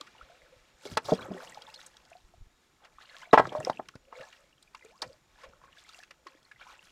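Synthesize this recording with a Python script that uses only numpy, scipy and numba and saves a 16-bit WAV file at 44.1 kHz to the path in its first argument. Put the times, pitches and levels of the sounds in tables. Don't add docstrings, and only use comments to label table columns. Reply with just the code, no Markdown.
import sys
import numpy as np
from scipy import signal
from scipy.fft import rfft, irfft
from scipy.io import wavfile
from scipy.ndimage import uniform_filter1d
from numba import njit

SR = 44100
rng = np.random.default_rng(int(sys.argv[2]) if len(sys.argv) > 2 else 0)


def unload_audio(sound):
    columns = np.transpose(np.atleast_2d(sound))
    steps = np.round(np.clip(columns, -1, 1) * 32767)
    wavfile.write(sys.argv[1], SR, steps.astype(np.int16))


N = 304731
T = np.arange(N) / SR


def undb(db):
    return 10 ** (np.asarray(db) / 20)


def unit(x):
    return x / np.sqrt(np.mean(x ** 2))


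def noise(count=N):
    return rng.standard_normal(count)


def band(x, lo_hz, hi_hz, order=2):
    limits_hz = [lo_hz, min(hi_hz, .45 * SR)]
    return signal.sosfilt(signal.butter(order, limits_hz, "band", fs=SR, output="sos"), x)


def add(out, start_s, sound, peak_db):
    i = int(start_s * SR)
    n = min(len(sound), N - i)
    out[i:i + n] += sound[:n] * undb(peak_db) / np.abs(sound).max()


def fade(t, t60_s):
    return np.exp(-np.log(1000) * t / t60_s)


def walk(per_s):
    hold = int(SR / per_s)
    steps = np.repeat(noise(N // hold + 1), hold)
    return unit(uniform_filter1d(steps, hold)[:N])


def swells(crest_s, db, rise_s, fall_s, calm_db=-120):
    coarse_t = T[::64]
    late_s = coarse_t[:, None] - crest_s
    crest_db = db - 20 * np.maximum(-late_s / rise_s, late_s / fall_s)
    power = undb(2 * crest_db).sum(axis=1) + undb(2 * calm_db)
    return np.interp(T, coarse_t, 10 * np.log10(power))


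@njit
def ring(count, rows, sr, swell_s):
    out = np.zeros(count)
    for start_s, size, hz, t60_s, rise in rows:
        i, phase, step = int(start_s * sr), 0., 2 * np.pi * hz / sr
        climb, sink = 2 ** (rise / sr), 1000. ** (-1 / (t60_s * sr))
        for k in range(min(int(t60_s * sr * 2 / 3), count - i)):
            phase += min(step, .9 * np.pi)
            step *= climb
            size *= sink
            u = k / (swell_s * sr)
            out[i + k] += size * np.sin(phase) * (1 - np.exp(-u * u) if u < 3 else 1.)
    return out


def swarm(db, calm_db, per_s, lo_hz, hi_hz, cycles, scatter_db, bed_db, clump_db=0):
    start, pitch, size, glide = rng.random((int(per_s * N / SR), 4)).T
    hz = lo_hz * (hi_hz / lo_hz) ** pitch
    gain = undb(-scatter_db * np.log(1 - size))
    t60_s = cycles / hz
    rise = 1.2 * glide * hz / cycles
    rows = np.column_stack([start * N / SR, gain, hz, t60_s, rise])
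    tones = unit(ring(N, rows, 1. * SR, 0.52 / lo_hz))
    busy = np.clip((db - calm_db) / 8, 0, 1)
    hiss = undb(busy * bed_db) * unit(band(noise(), lo_hz, hi_hz))
    return undb(db + busy * clump_db) * (busy * tones + hiss)


def whistle(table):
    time_s, pitch_hz, level_db = np.transpose(table)
    hz = np.interp(T, time_s, pitch_hz)
    db = np.interp(T, time_s, level_db)
    within = 1. * ((T > time_s[0]) & (T < time_s[-1]))
    gate = uniform_filter1d(within, size=300)
    return np.sqrt(2) * gate * undb(db) * np.sin(2 * np.pi * np.cumsum(hz) / SR)


# pitch_hz, relative_level_db (per Hz)
AIR_COLOUR = [(35, -31), (60, 2.5), (244, -27.5), (354, -2.5), (480, -23.5), (748, -16.5), (3040, -20.5),
              (3750, -19.5), (6120, -24), (7040, -28), (7550, -42), (12000, -29), (15900, -40.5)]
AIR_DB = -77.5


def river_air():
    point_hz, point_db = np.transpose(AIR_COLOUR)
    hz = np.maximum(np.arange(N // 2 + 1) * SR / N, 1)
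    colour_db = np.interp(np.log(hz), np.log(point_hz), point_db)
    air = irfft(rfft(noise()) * undb(colour_db), N)
    return undb(AIR_DB) * unit(air)


# centre_hz, width_hz, middle_level_db
INSECT_BANDS = [(5650, 350, -89), (7000, 350, -85.5)]


def insects():
    out = np.zeros(N)
    for centre_hz, width_hz, db in INSECT_BANDS:
        buzz = unit(band(noise(), centre_hz - width_hz / 2, centre_hz + width_hz / 2))
        out += undb(db + 0.98 * walk(14)) * buzz
    return out


# time_s, pitch_hz, level_db
BIRD_CALL = [(2.48, 3180, -80), (2.51, 3711, -85), (2.546, 3821, -83.5), (2.634, 3700, -84.5),
             (2.66, 3350, -91), (2.68, 3372, -85)]


def bird():
    return whistle(BIRD_CALL)


# crest_s, level_db (before it wanders)
LOW_RUMBLES = [(0.23, -53), (0.44, -56), (0.57, -59), (0.75, -58), (0.92, -64), (1.13, -56), (1.56, -76.5),
               (2.1, -64), (2.251, -57), (2.3, -62), (2.35, -55), (2.385, -54.5), (2.42, -46.5),
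               (2.47, -62), (2.54, -69), (2.64, -68.5), (3.35, -56), (3.71, -58.5), (3.96, -63.5),
               (4.2, -61.5), (5.04, -68), (5.35, -70.5), (5.489, -59.5), (5.66, -67), (5.81, -65)]
RUMBLE_RISE_S, RUMBLE_FALL_S = 0.024, 0.022
RUMBLE_CALM_DB, RUMBLE_WANDER_DB = -80, 3.5


def low_rumble():
    crest_s, db = np.transpose(LOW_RUMBLES)
    crests_db = swells(crest_s, db, RUMBLE_RISE_S, RUMBLE_FALL_S, RUMBLE_CALM_DB)
    rumble_db = crests_db + RUMBLE_WANDER_DB * walk(12)
    return swarm(rumble_db, calm_db=-99, per_s=30, lo_hz=24, hi_hz=70, cycles=4, scatter_db=0.85, bed_db=-1.5)


# crest_s, level_db, fall_s (over 20 dB)
HULL_BOOMS = [(0.01, -74, 1), (0.9, -59, .5), (1.09, -53.5, 0.17), (1.191, -49.5, 0.18), (1.5, -70.5, 0.8),
              (3.44, -48, 0.15), (3.58, -51, 0.24), (3.75, -68, 0.3), (5.5, -79, 0.5)]
BOOM_RISE_S, BOOM_CALM_DB = 0.068, -79.5


def hull_boom():
    crest_s, db, fall_s = np.transpose(HULL_BOOMS)
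    boom_db = swells(crest_s, db, BOOM_RISE_S, fall_s, BOOM_CALM_DB)
    return swarm(boom_db, calm_db=-99, per_s=120, lo_hz=110, hi_hz=560, cycles=9.5, scatter_db=1.9, bed_db=2.4)


WASH_START_DB, WASH_FALL_S = -64, 2.0


def wash():
    return undb(WASH_START_DB - 20 * T / WASH_FALL_S) * unit(band(noise(), 550, 4000))


# crest_s, level_db, rise_s, fall_s (both over 20 dB)
HULL_GURGLES = [(0.005, -54, .03, 0.022), (0.2, -68, 0.065, 0.95), (0.434, -64.5, 0.092, .14),
                (0.53, -60.5, 0.046, 0.048), (0.84, -61.5, .04, 0.013), (1.17, -50, 0.018, 0.36),
                (1.35, -46.5, .2, 0.044), (1.46, -53, 0.25, 0.059), (1.58, -59.5, 0.041, 0.29),
                (1.77, -64, 0.027, .09), (1.87, -69.5, .05, .04), (2.14, -73, 0.37, .1),
                (2.819, -71, 0.028, 0.21), (3.11, -65.5, 0.042, .14), (4.08, -59.5, .04, 0.13),
                (4.164, -46, .04, 0.039), (4.21, -46, 0.048, 0.045), (4.41, -65.5, .08, .13),
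                (4.85, -65, 0.069, .06), (5.03, -43.5, 0.025, 0.067), (5.1, -55.5, 0.08, .05),
                (5.44, -49.5, .03, 0.12), (5.62, -69.5, 0.22, .2), (6.11, -65.5, .02, .03),
                (6.2, -71, .02, 0.38), (6.35, -65, .06, .04), (6.63, -66, 0.049, .03),
                (6.7, -69, 0.022, 0.23)]
HULL_HZ, HULL_WIDTH_HZ = 535, 55


def gurgle():
    lumps = swarm(0, calm_db=-20, per_s=160, lo_hz=460, hi_hz=620, cycles=25, scatter_db=1.2, bed_db=-6)
    coloured = unit(band(lumps, HULL_HZ - HULL_WIDTH_HZ, HULL_HZ + HULL_WIDTH_HZ, order=1))
    return coloured * undb(swells(*np.transpose(HULL_GURGLES)))


# crest_s, splash_db, slosh_above_splash_db, spray_above_splash_db,
# rise_s, fall_s (both over 20 dB)
WATER_SURGES = [(0.02, -68.5, -2.5, -8.5, 0.098, 1.9), (0.859, -61, 4, 4, 0.043, 0.14),
                (0.91, -60.5, 0.5, 3, 0.084, 0.067), (1.054, -54.5, 1, -0.5, 0.042, 0.28),
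                (1.144, -59.5, 9, -4.5, .1, 0.67), (1.58, -59, -1, -5.5, 0.73, 0.28),
                (1.786, -62, -7, -3.5, 0.46, 0.23), (2.116, -74, 0.5, -2.5, .5, .6),
                (2.849, -65.5, 5.5, -12, 0.053, 0.077), (3.02, -66, -9, -11.5, 0.1, 0.65),
                (3.19, -61, 0.5, -7, .3, 0.19), (3.419, -54.5, 7, -11, 0.042, 0.11),
                (3.556, -65, 10, -2, 0.084, 0.22), (3.664, -57, -7, -6, 0.28, 0.22),
                (4.15, -61.5, 5.5, -9.5, 0.058, .15), (4.21, -61.5, -2, -14, .06, 0.19),
                (4.3, -64, -9, -7, 0.31, 0.34), (4.75, -67.5, -7.5, -7.5, .05, .5),
                (4.95, -79, 3, -6, .3, 0.38), (5.05, -68.5, -2.5, -1, 0.15, 0.16),
                (5.44, -68, 3, -8, 0.25, 0.29), (5.645, -62.5, -8, -13, 0.063, .3),
                (5.78, -62.5, -10.5, -10, .06, 0.39), (5.878, -63.5, -6.5, -13.5, 0.23, 0.35),
                (5.962, -67, -8.5, 1, .2, 0.16), (6.27, -68.5, -6, -7.5, 0.067, .9),
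                (6.615, -59.5, -5, -11.5, 0.054, 0.31), (6.7, -58, -4, -12.5, .1, 0.16),
                (6.82, -66, -7, -3.5, .08, 0.48)]
SLOSH_CALM_DB, SPLASH_CALM_DB, SPRAY_CALM_DB, MIST_CALM_DB = -76, -74.5, -78.5, -87.5
MIST_DB, DROPS_DB = -12.5, -7.5


def surges():
    crest_s, db, slosh, spray, rise_s, fall_s = np.transpose(WATER_SURGES)
    slosh_db = swells(crest_s, db + slosh, rise_s, fall_s, SLOSH_CALM_DB)
    splash_db = swells(crest_s, db, rise_s, fall_s, SPLASH_CALM_DB)
    spray_db = swells(crest_s, db + spray, rise_s, fall_s, SPRAY_CALM_DB)
    mist_db = swells(crest_s, db + spray + MIST_DB, rise_s, fall_s, MIST_CALM_DB)
    clump_db = 2.3 * walk(24)
    out = swarm(slosh_db, calm_db=-78, per_s=150, lo_hz=650, hi_hz=1500, cycles=26,
                scatter_db=2.4, bed_db=-5.5, clump_db=.6 * clump_db + 1.5 * walk(20))
    out += swarm(splash_db, calm_db=-78, per_s=340, lo_hz=1300, hi_hz=4000, cycles=38,
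                 scatter_db=2.9, bed_db=-6, clump_db=clump_db + 1.5 * walk(25))
    out += swarm(splash_db + DROPS_DB, calm_db=-83.5, per_s=30, lo_hz=900, hi_hz=5500, cycles=50,
                 scatter_db=2.0, bed_db=-29)
    out += swarm(spray_db, calm_db=-81, per_s=380, lo_hz=4000, hi_hz=8000, cycles=45,
                 scatter_db=2.8, bed_db=-5, clump_db=clump_db + 1.5 * walk(30))
    out += swarm(spray_db - 1.5, calm_db=-82.5, per_s=120, lo_hz=2500, hi_hz=9000, cycles=3.1,
                 scatter_db=2.9, bed_db=-29.5, clump_db=clump_db)
    out += swarm(mist_db, calm_db=-89, per_s=500, lo_hz=8000, hi_hz=14000, cycles=30,
                 scatter_db=3.0, bed_db=-3, clump_db=clump_db)
    return out


# start_s, level_db (before decay), start_pitch_hz, t60_s, rise (octaves/s)
SHORT_TONES = [(0.012, -38, 1174, 0.039, 1), (0.013, -46, 303, 0.053, 1), (0.074, -48.5, 1350, 0.052, 15),
               (0.15, -46.5, 946, .036, 6), (0.181, -47, 2830, 0.032, 5), (0.211, -38.5, 1280, .045, 18.5),
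               (0.298, -51.5, 670, 0.22, 2.5), (0.873, -42, 2190, .037, 0.5), (0.971, -27, 447, 0.048, -2),
               (1.108, -35.5, 3320, 0.03, 22), (1.13, -19, 190, 0.081, 0.5), (1.14, -39, 4700, .03, 0),
               (1.142, -37, 3250, .024, 11), (1.146, -42, 8330, .014, 1.1), (1.18, -42, 4040, .024, 7),
               (1.188, -36, 1070, 0.035, 33), (1.193, -32.5, 1460, 0.023, 13),
               (1.209, -41.5, 3770, 0.036, 13), (1.217, -37.5, 1090, 0.035, 12),
               (1.218, -39, 2280, .024, 15), (1.226, -37.5, 3250, .025, 11), (1.254, -38, 800, 0.061, 0),
               (1.306, -31, 199, 0.17, -3), (1.312, -32, 686, 0.03, 5), (1.344, -37.5, 370, 0.21, 2.5),
               (1.376, -36.5, 1780, 0.024, 24), (1.448, -38, 1940, 0.011, 15), (1.453, -39, 865, 0.02, 23),
               (1.473, -40, 2710, .035, 37), (1.492, -48, 7680, .018, 1.1), (1.523, -37.5, 1910, .024, 9),
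               (1.573, -33.5, 813, 0.044, 0), (1.619, -38, 3120, 0.024, 13), (1.667, -40, 3500, .018, 6),
               (1.683, -41, 905, .036, -4), (1.698, -45, 2630, .034, 8), (1.759, -36.5, 4190, 0.023, 2.5),
               (1.776, -45.5, 3560, 0.026, 5), (1.967, -46, 1455, 0.016, 25),
               (2.116, -43, 700, 0.055, -4.5), (2.152, -43.5, 710, 0.07, 2.5), (2.338, -47, 721, 0.037, -8),
               (2.82, -57.5, 801, .15, 2), (2.984, -35.5, 1155, 0.018, 8.5), (3.055, -43.5, 2870, .016, 4),
               (3.096, -44.5, 4070, .026, 22), (3.112, -48, 1730, 0.034, -3), (3.145, -39.5, 1540, .03, 21),
               (3.224, -42.5, 2870, .033, 21), (3.253, -45, 2220, 0.035, 5), (3.311, -37.5, 3880, 0.015, 1),
               (3.55, -25.5, 604, 0.099, 5), (3.603, -35, 1740, .02, 23), (3.629, -35, 2680, .016, 7.5),
               (3.64, -37, 387, 0.058, 8), (3.649, -32, 2030, 0.014, 6), (3.649, -5.5, 5500, 0.0037, -15),
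               (3.731, -37, 3000, .014, 14), (3.772, -28, 2670, .0093, -2),
               (3.886, -31.5, 3030, 0.0091, 11), (3.939, -49.5, 1262, .045, 24),
               (4.154, -39, 2170, 0.02, 9), (4.207, -42, 1780, .041, 2.5), (4.232, -44, 1690, 0.057, 1.1),
               (4.328, -39, 2830, 0.019, 0.5), (4.528, -49, 2800, .015, 3), (4.58, -52.5, 3140, 0.02, 3),
               (4.676, -47.5, 2370, 0.016, 12.5), (4.747, -28, 1058, 0.01, 21.5),
               (4.811, -47, 2330, .018, 5.5), (4.824, -45.5, 2010, 0.043, 3.5), (4.848, -42, 428, .1, 0.7),
               (4.908, -45.5, 2320, 0.011, 16.5), (4.978, -46, 4900, 0.011, 1), (5.434, -42, 1063, .027, 2),
               (5.534, -46, 1374, 0.018, 1.5), (5.615, -47.5, 998, .026, 1),
               (5.638, -42.5, 1022, 0.028, 18), (5.68, -48, 1500, .02, 3), (5.77, -47, 1584, 0.027, 4.5),
               (5.784, -40.5, 3550, 0.011, -4), (5.847, -51.5, 2065, .066, 6.5),
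               (5.889, -45.5, 4690, 0.02, 7), (5.893, -44, 1270, 0.027, 2.5), (5.934, -48, 4610, 0.031, 10),
               (5.944, -42.5, 2740, 0.033, 3), (5.988, -45, 673, 0.032, 25), (6.034, -40, 2630, .018, 3),
               (6.107, -45, 1873, .028, 7), (6.262, -48, 395, 0.084, -18.5),
               (6.267, -34.5, 1084, 0.036, 0.5), (6.284, -46, 4180, .017, 18.5),
               (6.349, -54, 310, 0.098, 2), (6.45, -47, 4220, 0.017, 8.5), (6.513, -40, 1654, 0.029, 4),
               (6.517, -46, 2200, .027, -5), (6.56, -48.5, 1926, .03, 18), (6.613, -44, 1643, .03, -4.5),
               (6.615, -46.5, 2410, .048, -11.5), (6.624, -45, 3250, .019, 1),
               (6.667, -39, 925, 0.026, 27.5), (6.729, -48.5, 823, 0.043, -1),
               (6.792, -37.5, 2705, .014, 1.5)]


def short_tones():
    start_s, db, hz, t60_s, rise = np.transpose(SHORT_TONES)
    rows = np.column_stack([start_s, undb(db), hz, t60_s, rise])
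    return ring(N, rows, 1. * SR, 0.001)


# time_s, pitch_hz, level_db
AIR_POCKET = [(4.848, 425, -50), (4.88, 440, -61.5), (4.905, 493, -66), (4.925, 700, -63.5),
              (4.945, 980, -65), (4.96, 1110, -64.5), (4.975, 1170, -71)]


def glug():
    return whistle(AIR_POCKET)


# start_s, level_db (of a band at the full brightness),
# brightness (0 dull, 1 middle, 2 and up top), t60_s (before each band shortens it)
WATER_SLAPS = [(0.0094, -27.5, 1, .022), (0.0662, -44, .1, 0.047), (0.853, -37.5, 0.99, 0.25),
               (0.9713, -11.5, 0.6, 0.03), (1.05, -34.5, 1.1, 0.19), (1.1485, -39, 1.6, .03),
               (1.216, -42, .1, 0.026), (1.431, -37, 4, 0.027), (1.4934, -35.5, 2, 0.063),
               (1.5444, -41.5, 1, 0.022), (1.6191, -35.5, 1.14, 0.027), (1.739, -35, 1.2, 0.074),
               (1.813, -48, 1.3, .02), (1.8608, -34, 2.15, 0.091), (1.9674, -42, 1.05, 0.018),
               (2.05, -50, 1.2, .027), (2.1, -55, 2.5, 0.034), (2.8456, -39.5, 0.4, 0.066),
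               (3.3274, -17.5, -0.07, 0.097), (3.379, -15.5, -0.3, 0.046), (3.3938, -19.5, -0.2, .03),
               (3.4688, -36.5, 0.7, 0.033), (3.5216, -39.5, 0.1, 0.044), (3.6003, -39, 2.5, 0.034),
               (3.6479, -26, 1.5, 0.02), (3.697, -31.5, 1, 0.027), (3.8856, -29.5, 0.49, 0.014),
               (3.953, -39.5, 0.45, 0.027), (4.1248, -45.5, -0.6, 0.12), (4.2074, -39.5, .1, 0.028),
               (4.3242, -45, .05, 0.022), (4.6244, -38, 1.8, 0.051), (4.7469, -33, 0.3, 0.02),
               (4.8474, -39.5, 1.9, .03), (5.017, -20, 0.83, 0.082), (5.432, -40, 0.2, 0.1),
               (5.8886, -42, 1.1, 0.043), (5.931, -45, 1.3, .02), (5.9449, -42.5, 2.8, 0.011),
               (5.988, -44, 1.1, .02), (6.0338, -37.5, 0.6, .015), (6.107, -35, 0.34, 0.025),
               (6.2669, -36.5, 0.26, 0.026), (6.4274, -49, 1.2, .03), (6.5131, -41, -0.4, 0.029),
               (6.8498, -51, 1.1, .056)]
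SLAP_RISE_MS, SLAP_SLOPE_DB = 4.7, 14


def slaps():
    out, t = np.zeros(N), T[:SR // 5]
    start = np.tanh(t * 1000 / SLAP_RISE_MS) ** 2
    # lo_hz, hi_hz, brightness of the band, share of the decay time
    bands = [(1080, 3020, 0, 0.96), (3050, 5330, 1.04, 0.38), (5500, 8400, 2.5, 0.27)]
    for start_s, db, bright, t60_s in WATER_SLAPS:
        burst = noise(len(t)) * start
        for lo_hz, hi_hz, place, last in bands:
            spray = band(burst * fade(t, t60_s * last), lo_hz, hi_hz)
            add(out, start_s, spray, db - SLAP_SLOPE_DB * abs(place - bright))
    return out


# time_s, pitch_hz, level_db
BUCKET_AIR = [(3.519, 590.3, -45), (3.548, 594.5, -47), (3.553, 606.6, -24), (3.58, 614, -39),
              (3.61, 625, -46), (3.635, 610, -58)]


def bucket_air():
    return whistle(BUCKET_AIR)


# start_s, peak_db, centre_hz (of the modes struck), spread_octaves, contact_ms, ring_factor
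BUCKET_KNOCKS = [(0.854, -34, 470, 0.32, 3.6, 1.6), (0.915, -35, 118, 1.1, 6.8, 1.8),
                 (0.9697, -13, 960, 1.3, 5.9, 0.33), (1.083, -21.5, 630, 0.64, 6.5, 1.67),
                 (1.12, -10, 413, 0.43, 3.7, 0.75), (1.282, -34.5, 272, 0.6, 5.8, 1.6),
                 (1.31, -30, 308, 0.57, 7.7, 1.6), (3.33, 2, 590, 1.17, 9, 0.29),
                 (3.339, -2, 773, 0.68, 4.7, 0.22), (3.375, 1.5, 1010, 1.03, 3, 0.57),
                 (3.393, -6.5, 660, 1, 5.8, 0.71), (3.418, -27.5, 890, 1.1, 5, 1.7),
                 (3.453, -23.5, 1270, 0.35, 1.8, 0.14), (3.47, -30.5, 505, 0.71, 5, 0.34),
                 (3.519, -27, 573, 0.73, 6.5, 1.1), (3.550, -22, 750, 0.52, 2, 0.44),
                 (3.602, -29, 650, 0.49, 2.9, 0.5), (3.671, -21, 654, 0.26, 2.8, 0.51),
                 (3.697, -13, 666, 0.96, 3.14, 0.17), (3.793, -22, 514, 0.82, 6.6, 0.2),
                 (3.954, -37.5, 198, 1.2, 2.3, 0.33), (4.126, -35, 850, 0.68, 2.1, 0.49),
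                 (4.746, -42, 1137, 0.29, 4.1, 0.33), (5.019, -29.5, 768, 0.9, 10.8, 0.82),
                 (5.041, -49.5, 131, 0.89, 21, 3.4), (4.20, -48.5, 145, .6, 5.3, 0.69),
                 (5.49, -55, 109, 0.55, 6.7, .6)]
# pitch_hz, relative_level_db, t60_s (before a knock's ring factor)
BUCKET_MODES = [(86, 3, .09), (107, 0.5, 0.045), (152, 2, 0.027), (188, -7, 0.072), (254.4, -7, 0.15),
                (326, 2.5, 0.025), (410.4, -1, 0.065), (498, -3.5, 0.036), (590, 0, 0.049),
                (764, -1.5, 0.077), (880.6, 2.5, 0.011), (952, -3.5, 0.11), (1094, 2, 0.027),
                (1317, -2, 0.082), (1612, -4, 0.11), (1958, -2.5, 0.075), (2100, -12.5, 0.075),
                (2520, -21, 0.014), (2890, -13, 0.033), (3315, -14, 0.018), (3800, -16, 0.021),
                (5240, -3, .025)]


def bucket():
    out, t = np.zeros(N), T[:SR // 5]
    hz, mode_db, t60_s = np.transpose(BUCKET_MODES)[:, :, None]
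    for start_s, peak_db, centre_hz, spread, contact_ms, ring_factor in BUCKET_KNOCKS:
        contact_s = contact_ms / 1000
        share = undb(mode_db - 6.5 * np.abs(np.log2(hz / centre_hz) / spread) ** 1.4)
        step = np.minimum(t, 3.9 * contact_s) * 400
        paths = np.cumsum(0.94 * rng.standard_normal((len(BUCKET_MODES), 40)), axis=1)
        shake = np.array([np.interp(step, np.arange(40), path) for path in paths])
        build = np.tanh(2.0 * t / contact_s)
        swing = build * fade(np.maximum(t - contact_s, 0), t60_s * ring_factor)
        modes = share * swing * np.sin(2 * np.pi * hz * t + shake)
        add(out, start_s, band(np.sum(modes, axis=0), 70, 4900, order=3), peak_db)
    return out


ECHO_T60_S, ECHO_DB = 0.082, -18


def echo(near):
    t = T[:SR // 3]
    tail = band(noise(len(t)) * fade(t, ECHO_T60_S), 200, 2500, order=1)
    tail = tail / np.sqrt(np.sum(tail ** 2))
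    return undb(ECHO_DB) * signal.fftconvolve(near, tail)[:N]


def scene():
    background = river_air() + insects() + bird() + low_rumble() + hull_boom()
    moving_water = wash() + gurgle() + surges() + glug() + slaps()
    near = moving_water + short_tones() + bucket_air() + bucket()
    return (background + near + echo(near))[None]


TOP_HZ = 15800


def record(dry):
    rounded = .98 * np.tanh(dry / .98)
    return signal.sosfilt(signal.ellip(8, .2, 70, TOP_HZ, fs=SR, output="sos"), rounded)


dry = scene()
out = record(dry)
unload_audio(out)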